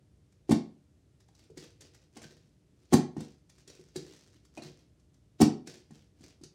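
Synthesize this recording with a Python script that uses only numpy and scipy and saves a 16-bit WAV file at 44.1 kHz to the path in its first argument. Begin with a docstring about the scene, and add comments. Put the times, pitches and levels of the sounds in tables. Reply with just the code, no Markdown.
"""In a small room, a part-filled plastic bottle is flipped and thuds onto the carpet three times.
Each landing is a quick run of blows (rim, base, wall, then the water catching up), and the last two
end in a bounce or a topple. Between throws a hand grabs the bottle: its thin wall ticks and pops,
bubbles ring in the sloshing water and sleeves rustle. The room booms on its low notes and adds a
short bright echo, over the faint rumble and hum of the house."""
import sys
import numpy as np
from scipy import signal
from scipy.fft import rfft, irfft
from scipy.io import wavfile
from scipy.ndimage import uniform_filter1d

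SR = 44100
rng = np.random.default_rng(int(sys.argv[2]) if len(sys.argv) > 2 else 0)


def transcribe(signal):
    """Save signal, clipped to [-1, 1], as a 16-bit WAV file at the path in sys.argv[1]."""
    frames = np.atleast_2d(signal).T
    limited = np.clip(frames, -1, 1)
    pcm = np.round(limited * 32767).astype(np.int16)
    wavfile.write(sys.argv[1], SR, pcm)


N = 288414

# tone of the still air in the house: (frequency [Hz], level [dB])
AIR_TONE = [(20, -18), (35, -7), (55, 4), (90, -1), (150, -3.5), (220, -12), (380, -15.5), (520, -22.5),
            (950, -33.5), (2700, -36.5), (6000, -37.5), (9000, -40.5), (12000, -48), (16000, -58)]
# faint steady hum: (pitch [Hz], level [dB])
HUM_NOTES = [(59.5, -75), (298, -80.5), (612, -91)]
# standing waves, the notes the room booms on: (pitch [Hz], level [dB], side [+1 or -1])
# side is +1 when bottle and microphone are on the same side of the wave's quiet spot
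ROOM_NOTES = [(100, 0, 1), (147.14, 14.5, 1), (166.3, 3, 1), (175.1, 7, -1), (219.1, 3, 1), (229, -8, -1),
              (240, -6.5, 1), (247.3, 1, -1), (260, -15, 1), (289.4, -4, -1), (312, -12.5, -1),
              (331, -6, 1), (345, -3.5, -1), (365.7, 7, 1), (407, 0.5, -1), (415, -0.5, -1), (471, 10, -1)]
# tone of the room's echo: (frequency [Hz], level [dB])
ECHO_TONE = [(100, -14.5), (300, -3.5), (450, 1.5), (600, 2), (900, -3.5), (2000, 0.5), (5000, 3.5),
             (8000, -3.5), (11000, -2.5), (16000, -1.5)]
# how long the echo lasts: (frequency [Hz], time to fade by 60 dB [s])
ECHO_FADE = [(100, 0.14), (400, .38), (900, .33), (2000, 0.3), (5000, 0.28), (9000, 0.21), (15000, 0.11)]

# an arm moves and its sleeve rustles: (middle time [s], length [s], level [dB])
ARM_MOVES = [(1.407, 0.12, -67.5), (1.993, 0.1, -69), (2.42, 0.26, -81.5), (2.85, 0.16, -71),
             (3.595, 0.13, -69), (4.154, 0.4, -64), (4.81, 0.11, -76.5), (6.26, 0.12, -62)]
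# tone of rubbing cloth: (frequency [Hz], level [dB])
CLOTH_TONE = [(100, -9.5), (300, 19.5), (700, 1), (1200, -9), (2000, -1.5), (3000, -1.5), (5500, -2),
              (8000, -9.5), (11000, -20.5), (16000, -21)]
# tone of skin slapping plastic: (frequency [Hz], level [dB])
PALM_TONE = [(300, -19), (1500, -24), (3000, -11), (4500, 1), (6500, 2), (9000, -4.5), (12000, -18),
             (16000, -27)]
# tone of spray inside the bottle: (frequency [Hz], level [dB])
SPRAY_TONE = [(200, -15.5), (500, 5.5), (900, 1.5), (1500, 2), (2500, -5.5), (4000, -10), (8000, -24),
              (16000, -41)]

# the thin wall ticks under a finger: (time [s], level [dB])
FINGER_TICKS = [(0.324, -67.5), (1.205, -61.5), (1.286, -64), (1.351, -62), (1.393, -59.5), (1.642, -54),
                (1.819, -54), (1.948, -55), (2.229, -50.5), (3.498, -55), (3.582, -61), (3.7, -51.5),
                (4.132, -63.5), (4.452, -59), (4.635, -48), (4.998, -69.5), (5.143, -69), (6.24, -55.5)]
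# tone of those ticks and of tiny snaps under a grip: (frequency [Hz], level [dB])
SNAP_TONE = [(300, -5), (1500, -1.5), (3000, -6.5), (6000, 2), (8500, -4.5), (11000, -15.5), (16000, -23.5)]
# tone of crinkling plastic: (frequency [Hz], level [dB])
CRINKLE_TONE = [(200, -11), (600, 3), (1200, -11), (1500, -3.5), (2000, -1.5), (3000, -13), (4500, -1.5),
                (6600, -2.5), (9000, -3.5), (11000, -15.5), (13000, -22), (15500, -31.5)]
# tone of the sharp crack of a hard landing: (frequency [Hz], level [dB])
CRACK_TONE = [(300, -30.5), (3000, -19.5), (5000, -2), (7000, 1), (9500, -1), (11000, -6.5), (13000, -8),
              (15500, -10)]
# a dent in the wall pops back: (time [s], pitch [Hz], level [dB])
DENT_POPS = [(1.288, 804, -60.5), (2.238, 1580, -46), (2.931, 1110, -28), (4.574, 2495, -43),
             (4.579, 620, -39.5), (4.62, 4010, -45.5)]
# the notes the hollow wall rings on: (pitch [Hz], level [dB], time to fade by 60 dB [s])
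WALL_NOTES = [(735, -8.5, 0.031), (767, -4.5, 0.037), (839, -5, 0.044), (945, -12.5, 0.051),
              (1058, -10.5, 0.043), (1210, -15.5, .015), (1847, -20.5, 0.052), (2600, -22.5, .01)]

# a hand takes hold: (time [s], thud [dB], thud pitch [Hz], crackle [dB], sliding [dB])
HAND_GRIPS = [(1.5, -48.5, 413, -73.5, -92), (1.572, -42.5, 335, -49, -56), (1.806, -62, 368, -55.5, -62),
              (3.676, -55.5, 386, -53.5, -59.5), (3.793, -49.5, 374, -70, -71.5),
              (3.958, -32, 358, -42, -63), (4.094, -54.5, 395, -77, -72), (6.207, -50, 249, -66, -69.5),
              (6.412, -48, 297, -71.5, -84.5), (6.434, -49.5, 294, -54.5, -78)]
# the wrist flicks, then the fingers let go:
# (time [s], thud [dB], thud pitch [Hz], crackle [dB], wait before letting go [s])
WRIST_FLICKS = [(2.167, -46, 295, -52, 0.049), (4.574, -41, 305, -54.5, .046)]
# the bottle bounces or topples: (time [s], thud [dB], thud pitch [Hz], crackle [dB], sliding [dB])
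CARPET_BOUNCES = [(3.166, -30.5, 302, -59.5, -57.5), (3.204, -36, 245, -50, -74),
                  (5.671, -46, 306, -46.5, -55.5), (5.907, -46.5, 269.6, -64.5, -64.5)]
# the bottle lands: (time [s], thud pitch [Hz], base thud [dB], wall thud [dB], water thud [dB],
# buckling [dB], rim's head start [s], wall's delay [s], water's delay [s])
CARPET_LANDINGS = [(0.5078, 251, -14.5, -32.5, -13.5, -36, .0152, 0.0073, .0176),
                   (2.9289, 253.2, -14, -21.5, -8.5, -30.5, 0.0044, .0064, .0114),
                   (5.409, 259.7, -14, -9.5, -8.5, -30, .0068, .0053, .0177)]
# the four blows of a landing, a row each for rim, base, wall and water:
# (pitch [times the thud pitch], knock [dB above the buckling], crackle [dB above the buckling])
LANDING_STAGES = [(1.28, 2, -11), (1, -0.5, -3.5), (1.12, 14, 1), (.97, -3.5, -12.5)]

SILENT_DB = -120


def amp(db):
    """Turns decibels into a plain multiplier."""
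    return 10 ** (np.asarray(db) / 20)


def evened(x):
    """Scales a signal to an average power of 1."""
    return x / np.sqrt(np.mean(x ** 2) + 1e-20)


def read(points, hz):
    """Looks up a frequency in a table, sliding smoothly between its rows."""
    table_hz, value = np.transpose(points)
    return np.interp(np.log(hz + 1), np.log(table_hz + 1), value)


def add(mix, s, sound):
    """Adds a sound to the mix, starting at s seconds."""
    part = mix[max(round(s * SR), 0):][:len(sound)]
    part += sound[:len(part)]


def swell(t, rise):
    """Rises to 1 at t = rise, then dies away."""
    return t / rise * np.exp(1 - t / rise)


def colour(x, tone, size=4096):
    """Filters a signal to the given tone; plain noise keeps its power."""
    log_gain = np.log(amp(read(tone, abs(np.fft.fftfreq(size, 1 / SR)))))
    response = np.exp(np.conj(signal.hilbert(log_gain)))  # rings after a hit, never before it
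    taps = np.fft.ifft(response).real[:size // 2]
    return signal.oaconvolve(x, taps / np.linalg.norm(taps))[:N]


def grains(spread_db, size):
    """Rough noise, like many tiny snaps: a new random level every `size` samples."""
    levels = np.repeat(np.clip(rng.standard_normal(N // size + 1), -2, 2), size)[:N]
    return evened(rng.standard_normal(N) * amp(spread_db * levels))


def air():
    """The house rumbles softly, with a trace of hum and hiss."""
    t = np.arange(N) / SR
    hum = sum(amp(db) * np.sqrt(2) * np.sin(2 * np.pi * (hz * t + rng.random())) for hz, db in HUM_NOTES)
    tone = amp(read(AIR_TONE, np.fft.rfftfreq(N, 1 / SR)))
    rumble = irfft(rfft(rng.standard_normal(N)) * tone, N)
    return amp(-62.7) * evened(rumble) + hum


def wall_echo(t):
    """A blur of echoes builds up after a sound, and each frequency fades at its own speed."""
    hz, when, bands = signal.stft(rng.choice([-1., 1.], len(t)), SR, nperseg=256)
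    fade_s = read(ECHO_FADE, hz)[:, None]
    bands = bands * amp(read(ECHO_TONE, hz)[:, None] - 60 * when / fade_s)
    bands *= np.sqrt(2 * np.log(1000) / (fade_s * SR))  # a longer fade adds no extra energy
    build_up = 1 - np.exp(-t / 0.0013)
    return signal.istft(bands, SR, nperseg=256)[1][:len(t)] * build_up


def room(x, boom_fade_s=0.37):
    """Low standing waves boom on, and the bare walls send back a short bright echo."""
    t = np.arange(SR * 3 // 4) / SR
    damping = np.log(1000) / boom_fade_s
    waves = sum(side * amp(db) * np.cos(2 * np.pi * hz * t) for hz, db, side in ROOM_NOTES)
    boom = 2 * damping / SR * np.exp(-damping * t) * waves
    # two echoes take turns, so the tail stays smooth, with no fixed ringing pitches
    turn = 2 * np.pi * 18.5 * np.arange(N) / SR
    echo = sum(signal.fftconvolve(x * share, wall_echo(t)) for share in (np.cos(turn), np.sin(turn)))
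    return amp(1.5) * x + (signal.fftconvolve(x, boom) + echo)[:N]


def rubbing_speed(swish_s=0.054, swish_db=-59.5, slip_db=-56.5):
    """Rubbing swells as an arm moves or flicks, and after each bounce, grip and slip from the hand."""
    t = np.arange(N) / SR
    moves = ARM_MOVES + [(s, swish_s, swish_db) for s, *_ in WRIST_FLICKS]
    speed = sum(amp(db) * np.exp(-(2 * (t - s) / length) ** 2) for s, length, db in moves)
    slides = [(s, db) for s, *_, db in CARPET_BOUNCES + HAND_GRIPS]
    slides += [(s + release_s, slip_db) for s, *_, release_s in WRIST_FLICKS]
    for s, db in slides:
        add(speed, s, amp(db) * swell(t[:SR // 2], rise=0.032) ** 0.8)
    return speed


def rustles(snaps_per_s=120, snap_spread_db=4, catch_db=3):
    """Cloth and palms catch and slide unevenly, and the gripped plastic gives off tiny snaps."""
    speed = rubbing_speed()
    snapping = rng.random(N) < snaps_per_s / SR
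    snaps = evened(snapping * amp(snap_spread_db * np.minimum(rng.exponential(1, N), 2.5)))
    wobble = evened(uniform_filter1d(rng.standard_normal(N), size=700))
    catches = evened(amp(catch_db * wobble))
    cloth = colour(speed * catches * grains(spread_db=6, size=90), CLOTH_TONE)
    return amp(-4) * cloth + amp(-8.5) * colour(speed * snaps, SNAP_TONE)


def palms():
    """Skin slaps and skids on the plastic at each grip: a short bright hiss."""
    t, burst = np.arange(SR // 10) / SR, np.zeros(N)
    for s, _, _, crackle_db, _ in HAND_GRIPS:
        add(burst, s, amp(crackle_db - 2) * swell(t, rise=0.0043))
    return colour(burst * grains(spread_db=5.5, size=40), PALM_TONE)


def sloshes(middle_hz=1340, spread_octaves=2.2, bubbles=24):
    """A jolt flings water at the wall, trapping bubbles that ring briefly and rise in pitch."""
    t, out = np.arange(SR // 25) / SR, np.zeros(N)
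    splashes = [(s, db - 21.5) for s, db, *_ in CARPET_BOUNCES + HAND_GRIPS]
    splashes += [(s + lag, db - 9) for s, db, *_, release_s in WRIST_FLICKS for lag in (0, release_s)]
    for s, db in splashes:
        for delay, pitch, softness in rng.random((bubbles, 3)):
            start_hz = middle_hz * 2 ** (spread_octaves * (pitch - 0.5))
            cycles = start_hz * t * (1 + 3 * t)
            ring = np.exp(-cycles / 0.82) * np.sin(2 * np.pi * cycles)
            add(out, s + 0.084 * delay ** 2, amp(db - 4.9 * delay - 9.4 * softness) * ring)
    return out


def spray():
    """At a landing the water breaks into spray against the wall: a dense, rough burst."""
    t, burst = np.arange(SR // 4) / SR, np.zeros(N)
    for s, _, _, _, _, buckle_db, *_ in CARPET_LANDINGS:
        add(burst, s, amp(buckle_db - 8.5) * swell(t, rise=0.0078))
    return colour(burst * grains(spread_db=6.5, size=60), SPRAY_TONE)


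def pops():
    """A dent snaps back and rings for a moment on two close notes."""
    t, out = np.arange(SR // 20) / SR, np.zeros(N)
    for s, hz, db in DENT_POPS:
        pair = np.sin(2 * np.pi * hz * t) + 0.57 * np.sin(2 * np.pi * hz * 1.09 * t)
        add(out, s, amp(db - 5.5) * swell(t, rise=0.0023) * pair)
    return out


def bump(s, thud_db, hz, crackle_db, knock_db, water_db, water_hz, lag_s=0.01247):
    """A light contact, then the water's dull thud; knock_db and water_db count from the first thud."""
    return [(s, thud_db, hz, thud_db + knock_db, crackle_db),
            (s + lag_s, thud_db + water_db, water_hz, SILENT_DB, SILENT_DB)]


def blows(settle_s=0.03414, settle_hz=173):
    """Every blow on the bottle: (time [s], thud [dB], thud pitch [Hz], knock [dB], crackle [dB])."""
    rows = []
    for s, hz, base_db, wall_db, water_db, buckle_db, rim_s, wall_s, water_s in CARPET_LANDINGS:
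        rim_db = base_db - 5.5
        run = [(-rim_s, rim_db), (0, base_db), (wall_s, wall_db), (water_s, water_db)]
        for (lag, thud_db), (ratio, knock_db, crackle_db) in zip(run, LANDING_STAGES):
            rows.append((s + lag, thud_db, hz * ratio, buckle_db + knock_db, buckle_db + crackle_db))
    for s, db, hz, crackle_db, _ in CARPET_BOUNCES:
        rows += bump(s, db, hz, crackle_db, knock_db=-9.5, water_db=-1.5, water_hz=207)
    for s, db, hz, crackle_db, _ in HAND_GRIPS:  # the palm muffles the knock and the water
        rows += bump(s, db, hz, crackle_db - 3, knock_db=-18.5, water_db=-11, water_hz=179)
    for s, db, hz, crackle_db, release_s in WRIST_FLICKS:
        rows += bump(s, db, hz, crackle_db, knock_db=-0.5, water_db=-0.5, water_hz=257)
        rows.append((s + release_s, db - 4, hz, db - 10, crackle_db - 3))  # the fingers let go
        # in flight, the water thumps into the far end
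        rows.append((s + release_s + settle_s, db - 6.5, settle_hz, SILENT_DB, SILENT_DB))
    return rows


def crackles(early_s=0.02):
    """The wall buckles in a burst of snaps at each blow, and ticks under a finger."""
    t = np.arange(SR // 10) / SR
    snap_power, hiss_power, tick_power = np.zeros((3, N))
    # a brief soft hiss swells and fades around each blow
    hiss_envelope = np.exp(-abs(t - early_s - 0.005) / 0.0033)
    # each tick fades in and out quickly, with a softened start
    tick_envelope = np.exp(-abs(t - early_s - 0.002) / 0.0017)
    for s, *_, crackle_db in blows():
        add(snap_power, s, amp(crackle_db) ** 2 * swell(t, rise=0.0037) ** 4)
        add(hiss_power, s - early_s, amp(crackle_db) ** 2 * hiss_envelope)
    for s, db in FINGER_TICKS:
        add(tick_power, s - early_s, amp(db) ** 2 * tick_envelope)
    crinkle = colour(np.sqrt(snap_power) * grains(spread_db=-2, size=6), CRINKLE_TONE)
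    # no square root here, so only hard blows crack
    crack = colour(snap_power * grains(spread_db=-4, size=6), CRACK_TONE)
    hiss = colour(np.sqrt(hiss_power) * rng.standard_normal(N), CLOTH_TONE)
    ticks = colour(np.sqrt(tick_power) * grains(spread_db=0, size=6), SNAP_TONE)
    return amp(-1) * crinkle + amp(28) * crack + amp(-2.5) * (hiss + ticks)


def thuds(push_hz=150):
    """The water's weight pushes the soft wall and bounces briefly; the hollow wall rings above it."""
    t, out = np.arange(SR // 6) / SR, np.zeros(N)
    push = amp(-13.5) * swell(t, rise=0.0036) ** 2 * np.sin(2 * np.pi * push_hz * t)
    knock = sum(amp(db - 60 * t / fade_s) * np.sin(2 * np.pi * hz * t) for hz, db, fade_s in WALL_NOTES)
    knock *= 1 - np.exp(-t / 0.0012)  # a soft contact eases the ring in
    for s, thud_db, thud_hz, knock_db, _ in blows():
        bounce = swell(t, rise=0.0029) ** 1.1 * np.sin(2 * np.pi * thud_hz * t)
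        add(out, s, amp(knock_db) * knock - amp(thud_db + 0.5) * (bounce + push))
    return out


def scene():
    """Bottle, hands, water and sleeves sound in the room, over its quiet air."""
    sources = thuds() + pops() + crackles() + palms() + spray() + sloshes() + rustles()
    return (room(sources) + air())[None]


def record(dry, low_cut_hz=70, high_cut_hz=15950):
    """A small microphone loses the deep bass, and the very highest treble is cut off."""
    thin = signal.sosfilt(signal.butter(4, low_cut_hz, "high", fs=SR, output="sos"), dry)
    treble_cut = signal.firwin(511, high_cut_hz, window=("kaiser", 9), fs=SR)
    return signal.oaconvolve(thin, treble_cut[None], "same")


dry = scene()
out = record(dry)
transcribe(out)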